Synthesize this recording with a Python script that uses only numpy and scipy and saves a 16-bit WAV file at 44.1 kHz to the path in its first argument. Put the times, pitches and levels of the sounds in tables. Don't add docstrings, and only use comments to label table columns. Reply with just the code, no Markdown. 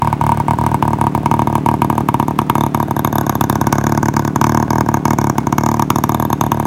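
import sys
import numpy as np
from scipy import signal
from scipy.fft import rfft, irfft
from scipy.io import wavfile

SR = 44100
rng = np.random.default_rng(int(sys.argv[2]) if len(sys.argv) > 2 else 0)


def inscribe(sig):
    pcm = np.round(np.clip(np.atleast_2d(sig).T, -1, 1) * 32767)
    wavfile.write(sys.argv[1], SR, pcm.astype(np.int16))


N = 293706
TIME = np.arange(N) / SR
AGE = np.arange(2048) / SR
BINS_HZ = abs(np.fft.fftfreq(4096, 1 / SR))
IDLE_HZ = 37
EDGE_HZ = 16250

# (time [s], force [dB], turns missed just before [count])
BANGS = [(0.0192, -1.5, 0), (0.0726, -1.5, 0), (0.1271, -1.5, 1), (0.2109, -1.3, 2), (0.265, -1.4, 0),
         (0.318, -1.5, 0), (0.3724, -4, 1), (0.4818, -2, 2), (0.508, -1.4, 0), (0.5857, -4.5, 1),
         (0.6636, -1.5, 0), (0.715, -5, 1), (0.743, -2.2, 0), (0.8245, -1.2, 2), (1.012, -1.8, 2),
         (1.149, -1.83, 2), (1.2585, -1.5, 2), (1.3127, -1.3, 1), (1.392, -2.6, 1), (1.4716, -3, 1),
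         (1.5262, -7, 1), (1.6604, -3, 2), (1.8183, -0.83, 2), (1.8998, -2, 1), (1.9791, -2.5, 1),
         (2.0866, -0.35, 2), (2.1422, -1.3, 1), (2.198, -1.5, 1), (2.2812, -3.5, 1), (2.3887, 0.4, 2),
         (2.4974, 0.46, 2), (2.5532, -1.04, 1), (2.746, -1, 2), (2.909, -3, 2), (2.9648, -4.5, 1),
         (3.0471, -1.2, 1), (3.1273, -5, 1), (3.2655, -5.5, 1), (3.2948, -1.6, 0), (3.3527, -4, 1),
         (3.4099, -0.96, 1), (3.4977, -1.5, 1), (3.6127, -2.5, 1), (3.669, -2, 1), (3.726, -1, 1),
         (3.8397, -4.5, 1), (3.9754, -2, 1), (4.0292, -2.5, 1), (4.166, -1.5, 2), (4.249, -5, 1),
         (4.3589, -2.5, 2), (4.413, -0.7, 1), (4.441, -1.1, 0), (4.7052, -3, 2), (4.8079, -2.5, 0),
         (4.8876, -2.5, 2), (4.9416, -2, 1), (5.0534, -1.04, 2), (5.1856, -1.5, 1), (5.3816, -1.5, 2),
         (5.469, -3, 2), (5.5254, -1.25, 1), (5.5818, -0.5, 1), (5.7949, -1.5, 1), (5.9026, 0.46, 2),
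         (5.958, -2, 1), (6.0382, -1.24, 1), (6.093, -2.2, 1), (6.1983, -3, 1), (6.3013, -5.5, 1),
         (6.4105, -0.74, 2), (6.5175, -1, 1)]
# (time [s], place [0 facing the outlet, 1 beside the axle, 2 at the sprocket])
MIC_PLACE = [(0, 0.057), (2.2, 0.58), (2.9, 0.75), (3.3, 1.26), (3.6, 1.45), (3.95, 1.9), (4.8, 1.78),
             (5.3, 1.82), (5.8, 1.75), (6.2, 1.04), (6.66, 0.59)]
# (time [s], short puffs [dB], scavenging puffs [dB],
# engine casing [dB], silencer ring [dB], gas jet [dB])
MIC_GAINS = [(0, -11.5, 0, -0.5, -1, -8.5), (.8, -3.5, -0.3, -1.5, 1.5, -3.5), (1.7, 0, -2, -11, 2, -0.5),
             (2.4, -1.5, -4.5, -17, -1, -2.5), (3.1, -2.5, -3, 1, -0.1, 2), (3.7, -0.5, -1.5, 7.5, -1, 0.5),
             (4.2, -0.5, -2, 4.5, -2, 2), (4.8, 0, -1.35, 2, 2.3, 0), (5.3, 0, -2.5, 0, -0.5, -1),
             (5.8, -1, -3.5, -12, 0.5, 1), (6.66, -2.5, -3, -2, -1.2, -0.5)]
# (frequency [Hz], relative level [dB])
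WHIRR_COLOUR = [(20, -6), (60, 16.5), (150, 23), (300, 22.5), (500, 9.5), (900, 17.5), (1400, 6.5),
                (2500, -4), (4500, -11.5), (6500, -12), (9000, -15.5), (16000, -19)]
# (frequency [Hz], relative level [dB], t60 [s])
CASING_MODES = [(555.5, -5, 0.055), (700, -1.5, 0.04), (1093, 7, 0.072), (1478, 3, 0.071),
                (1585, -7, 0.032), (1680, -19, 0.021), (2223, -19, 0.095), (3450, -10, 0.025),
                (6700, -23, 0.022)]
# (frequency [Hz], relative level [dB])
JET_AT_OUTLET = [(1470, 2), (2500, -15), (3710, 1.5), (4050, -40), (4930, -5), (5380, -21), (6250, 3.5),
                 (7370, -19), (8110, 14.5), (8700, -22), (9570, 9.5), (10500, -7), (12100, -3),
                 (15500, -37), (16500, 10)]
JET_AT_AXLE = [(1470, -0.5), (2500, -24.5), (3140, -19), (3570, 10), (4180, -13), (5380, -6.5), (6600, 5.5),
               (8300, -17.5), (9420, -3.5), (10500, -12), (11200, 6), (11900, 9), (14100, -3), (15600, -9),
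               (16500, 1.5)]
JET_AT_SPROCKET = [(1470, 4), (2500, -1.5), (3190, -21), (3480, -5), (4010, -15.5), (5380, 0), (5820, 2.5),
                   (6600, 5), (7730, -11.5), (8570, -17), (9270, -6.5), (10400, -16.5), (11100, -13.5),
                   (15100, -6), (16500, -32)]
# (frequency [Hz], level at the outlet [dB], beside the axle [dB],
# at the sprocket [dB], growth with force [dB per dB])
SILENCER_RING = [(280, -17, -38, -36, -7), (370, -52, -38, -44, -1.45), (440, -24, -18.5, -22, -1.24),
                 (735, -5, -2.5, -4.5, 0.76), (835, -7.5, -4, -9.5, 1.48), (889, 3, -1.5, 1, 1.5),
                 (1083, -7, -4.5, -5.5, 2.12), (1231, -10.5, -10, -10.5, 1.36),
                 (1326, -35, -36.5, -38, 3.5), (1603, -24.5, -14, -16, 1.02), (2046, -38, -34, -36, 3.8),
                 (2175, -21.5, -22.5, -18, 3), (2820, -58, -54, -52, 5.5), (4260, -39.5, -49.5, -53, 1)]
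# (frequency [Hz], gain [dB])
CHAMBER_GAIN = [(20, -51), (40, -33), (72, -10.5), (105, -8), (150, -1), (180, -3.5), (218, 3), (265, 0.5),
                (330, 5), (450, -1), (800, 3)]
# (frequency [Hz], t60 [s])
GARAGE_DECAY = [(100, 1), (1000, 0.077), (4000, 0.49), (14000, 0.14)]


def amp(db):
    return 10 ** (np.asarray(db) / 20)


def unit(x):
    return x / np.sqrt(np.mean(x ** 2) + 1e-20)


def at(curve, s, axis=1):
    rows = np.array(curve)
    return np.interp(s, rows[:, 0], rows[:, axis])


def read(points, hz):
    f, value = np.transpose(points)
    return np.interp(np.log(hz + 1), np.log(f + 1), value)


def add(mix, s, sound):
    part = mix[max(round(s * SR), 0):][:len(sound)]
    part += sound[:len(part)]


def causal(db):
    log_gain = np.log(amp(np.maximum(db, -70)))
    minimum_phase = np.exp(np.conj(signal.hilbert(log_gain)))
    return np.fft.ifft(minimum_phase).real[:len(AGE)]


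def colour(points):
    response = causal(read(points, BINS_HZ))
    return response / np.linalg.norm(response)


def through(x, response):
    return signal.fftconvolve(x, response)[:len(x)]


def heard_at(spectra, s):
    place = np.clip(at(MIC_PLACE, s), 0, 2)
    return sum(max(1 - abs(place - k), 0) * db for k, db in enumerate(spectra))


def firings(settled_db=-4.0, sputter_db=-11.0):
    fouling, scatter_db, jitter_s = .25, 1.6, .00015
    sputter_chance, mild_db = .55, -1.3
    pops, misses = [], []
    running_on = (BANGS[-1][0] + 1, 0, 0)
    for (s, force_db, _), (next_s, next_db, missed) in zip(BANGS, BANGS[1:] + [running_on]):
        turn_count = round((next_s - s) * IDLE_HZ)
        turns = np.linspace(s, next_s, turn_count, endpoint=False)
        burning = len(turns) - round(missed)
        pops.append((s, force_db))
        for turn_s in turns[1:burning]:
            luck = 2 - rng.gamma(4) / 2
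            force_db = settled_db - fouling * (force_db - settled_db) + scatter_db * luck
            pops.append((turn_s + jitter_s * rng.normal(), force_db))
        for turn_s in turns[burning:]:
            chance, luck = rng.random(), rng.normal()
            if chance < sputter_chance and turn_s == turns[-1] and next_db < mild_db:
                pops.append((turn_s, sputter_db + scatter_db * luck))
            else:
                misses.append(turn_s)
    return pops, misses


def outflow(pops, level_db=-47.0, shaded_db=-6, surge=3, surge_s=0.0083, spread_s=0.0047):
    flow = np.ones(N)
    swell = np.exp(-((AGE - surge_s) / spread_s) ** 2 / 2)
    for s, force_db in pops:
        add(flow, s, surge * amp(force_db) * swell)
    hiss_colour = colour([(700, -33), (1500, 6), (2400, 8.5), (3600, 1.5), (5000, -8.5), (12000, -18.5)])
    hiss = through(rng.standard_normal(N), hiss_colour)
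    return amp(level_db + shaded_db * at(MIC_PLACE, TIME)) * flow * hiss


def mechanism(pops, misses, knock_db=-38, slap_s=.021, slap_db=-9, burn_s=0.001174,
              whirr_db=-31.5, throb=1.0):
    rattle, spread_db = .028, 3
    knocks, swell = np.zeros(N), np.zeros(N)
    for s in [s for s, _ in pops] + misses:
        blow = amp(spread_db * rng.normal()) * np.exp(-AGE / 0.011)
        add(swell, s + slap_s, blow)
        add(knocks, s + slap_s, amp(slap_db) * blow[:1])
    for s, _ in pops:
        add(knocks, s + burn_s, amp(spread_db * rng.standard_normal(1)))
    casing = sum(amp(db - 60 * AGE / t60) * np.sin(2 * np.pi * hz * AGE) for hz, db, t60 in CASING_MODES)
    struck = knocks + rattle * swell * rng.standard_normal(N)
    clatter = unit(through(struck, casing))
    throbbing_noise = (1 + throb * swell) * rng.standard_normal(N)
    whirr = unit(through(throbbing_noise, colour(WHIRR_COLOUR)))
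    return amp(knock_db + at(MIC_GAINS, TIME, axis=3)) * clatter + amp(whirr_db) * whirr


def spit(s, force_db, growth=2.1):
    usual_db = -3
    return at(MIC_GAINS, s, axis=5) + growth * (force_db - usual_db)


def jet(pops, level_db=-20.0, hold_s=0.0037, crack=5.3, wake_db=-17, wake_s=0.0045):
    places = [read(p, BINS_HZ) for p in (JET_AT_OUTLET, JET_AT_AXLE, JET_AT_SPROCKET)]
    shape = np.exp(-(AGE / hold_s) ** 2) + amp(wake_db) * np.exp(-AGE / wake_s)
    uneven_db, bands_hz = 2.0, (2000, 3500, 5000, 6500, 9000, 12000, 14000, 16000)
    out = np.zeros(N)
    for s, force_db in pops:
        tearing_db = read([(hz, uneven_db * rng.normal()) for hz in bands_hz], BINS_HZ)
        burst = shape * rng.standard_normal(len(AGE))
        burst[0] += crack
        outlet = causal(heard_at(places, s) + tearing_db)
        outlet /= np.linalg.norm(outlet)
        add(out, s, amp(level_db + spit(s, force_db)) * through(burst, outlet))
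    return out


def silencer(pops, misses, level_db=30.0, wake_s=0.0053, front_s=0.001071, coast_force_db=-23):
    turbulence, uneven_db = .028, 1.6
    *places, growth = [read([(row[0], row[k]) for row in SILENCER_RING], BINS_HZ) for k in range(1, 5)]
    growth = np.maximum(growth, .7)
    out = np.zeros(N)
    blows = pops + [(s, coast_force_db) for s in misses]
    for s, force_db in blows:
        drive = turbulence * rng.standard_normal(len(AGE)) * np.exp(-AGE / wake_s)
        drive[0] = -1
        strikes = [(row[0], uneven_db * rng.normal() * (row[0] > 1000)) for row in SILENCER_RING]
        burn_db = read(strikes, BINS_HZ)
        ring = causal(heard_at(places, s) + growth * (force_db + 4.0) + burn_db)
        add(out, s + front_s, amp(level_db + at(MIC_GAINS, s, axis=4)) * through(drive, ring))
    return out


def tailpipe(x, hz=945, shaded_db=-4):
    width_hz, gain = 36, 1.1
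    t = np.arange(SR // 5) / SR
    decay = 2 * np.pi * width_hz / SR * np.exp(-np.pi * width_hz * t)
    note = decay * np.cos(2 * np.pi * hz * t)
    return x + gain * amp(shaded_db * at(MIC_PLACE, TIME)) * through(x, note)


def rear_frame(pops, level_db=-19, hz=1620, t60=0.012, delay_s=0.001512, per_force=0.42):
    uneven_db = 1.5
    knock = amp(-60 * AGE / t60) * np.sin(2 * np.pi * hz * AGE)
    out = np.zeros(N)
    for s, force_db in pops:
        add(out, s + delay_s, amp(per_force * force_db + uneven_db * rng.normal()) * knock)
    return amp(level_db + at(MIC_GAINS, TIME, axis=3)) * out


def bark(pops, level_db=-11, hz=1260, centre_s=0.002465, per_force=4.2):
    length_s, per_spit = .0011, .9
    swell = np.exp(-((AGE - centre_s) / length_s) ** 2 / 2)
    burst = swell * np.sin(2 * np.pi * hz * (AGE - centre_s))
    out = np.zeros(N)
    for s, force_db in pops:
        add(out, s, amp(level_db + per_force * force_db + per_spit * spit(s, force_db)) * burst)
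    return out


def puff(centre_s, open_s, close_s):
    width = np.where(AGE < centre_s, open_s, close_s)
    u = (AGE - centre_s) / width
    return -u * np.exp((1 - u ** 2) / 2) * close_s / width


def gas_flow(pops, misses, blowdown_db=-4, scavenge_db=-1.0, backflow_db=-19, gulp_db=-12, coast_db=-14):
    fast, slow = np.zeros(N), np.zeros(N)
    for s, force_db in pops:
        blowdown = puff(0.00472 + .00008 * force_db, 0.00095, 0.00097)
        add(fast, s, amp(blowdown_db + 0.92 * force_db) * blowdown)
        add(fast, s, -amp(backflow_db) * puff(0.00308, 0.00078, 0.00075))
        add(slow, s, amp(scavenge_db + 0.38 * (force_db + 1)) * puff(0.01288, 0.0022, 0.0018))
    for s in misses:
        gulp = -amp(gulp_db + rng.normal()) * puff(.0043, .0009, .0012)
        add(fast, s, gulp)
        add(slow, s, amp(coast_db) * puff(0.01326, 0.00091, 0.0016))
    flow = fast * amp(at(MIC_GAINS, TIME, axis=1)) + slow * amp(at(MIC_GAINS, TIME, axis=2))
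    chamber = amp(read(CHAMBER_GAIN, np.fft.rfftfreq(N, 1 / SR)))
    return irfft(rfft(flow) * chamber, N)


def garage(x, size=16384):
    t = np.arange(size) / SR
    taps = rng.choice([-1., 1.], size) * (rng.random(size) < 2500 / SR) * (t > .006)
    hz, age, z = signal.stft(taps, SR, nperseg=256)
    decay = amp(-60 * age / read(GARAGE_DECAY, hz)[:, None])
    tail = signal.istft(z * decay, SR, nperseg=256)[1]
    return through(x, tail / np.linalg.norm(tail))


def scene():
    pops, misses = firings()
    hiss = outflow(pops)
    engine = mechanism(pops, misses)
    gas = jet(pops)
    ring = tailpipe(silencer(pops, misses)) + bark(pops)
    frame = rear_frame(pops)
    puffs = gas_flow(pops, misses)
    room = garage(amp(-22.5) * puffs + amp(-16.0) * ring + amp(-22.0) * gas)
    return (puffs + ring + gas + hiss + engine + frame + room)[None]


def record(dry):
    rounded = dry / (1 + dry ** 6) ** (1 / 6)
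    band_limit = signal.firwin(255, EDGE_HZ, window=("kaiser", 9), fs=SR)
    return signal.oaconvolve(rounded, band_limit[None], "same")


dry = scene()
out = record(dry)
inscribe(out)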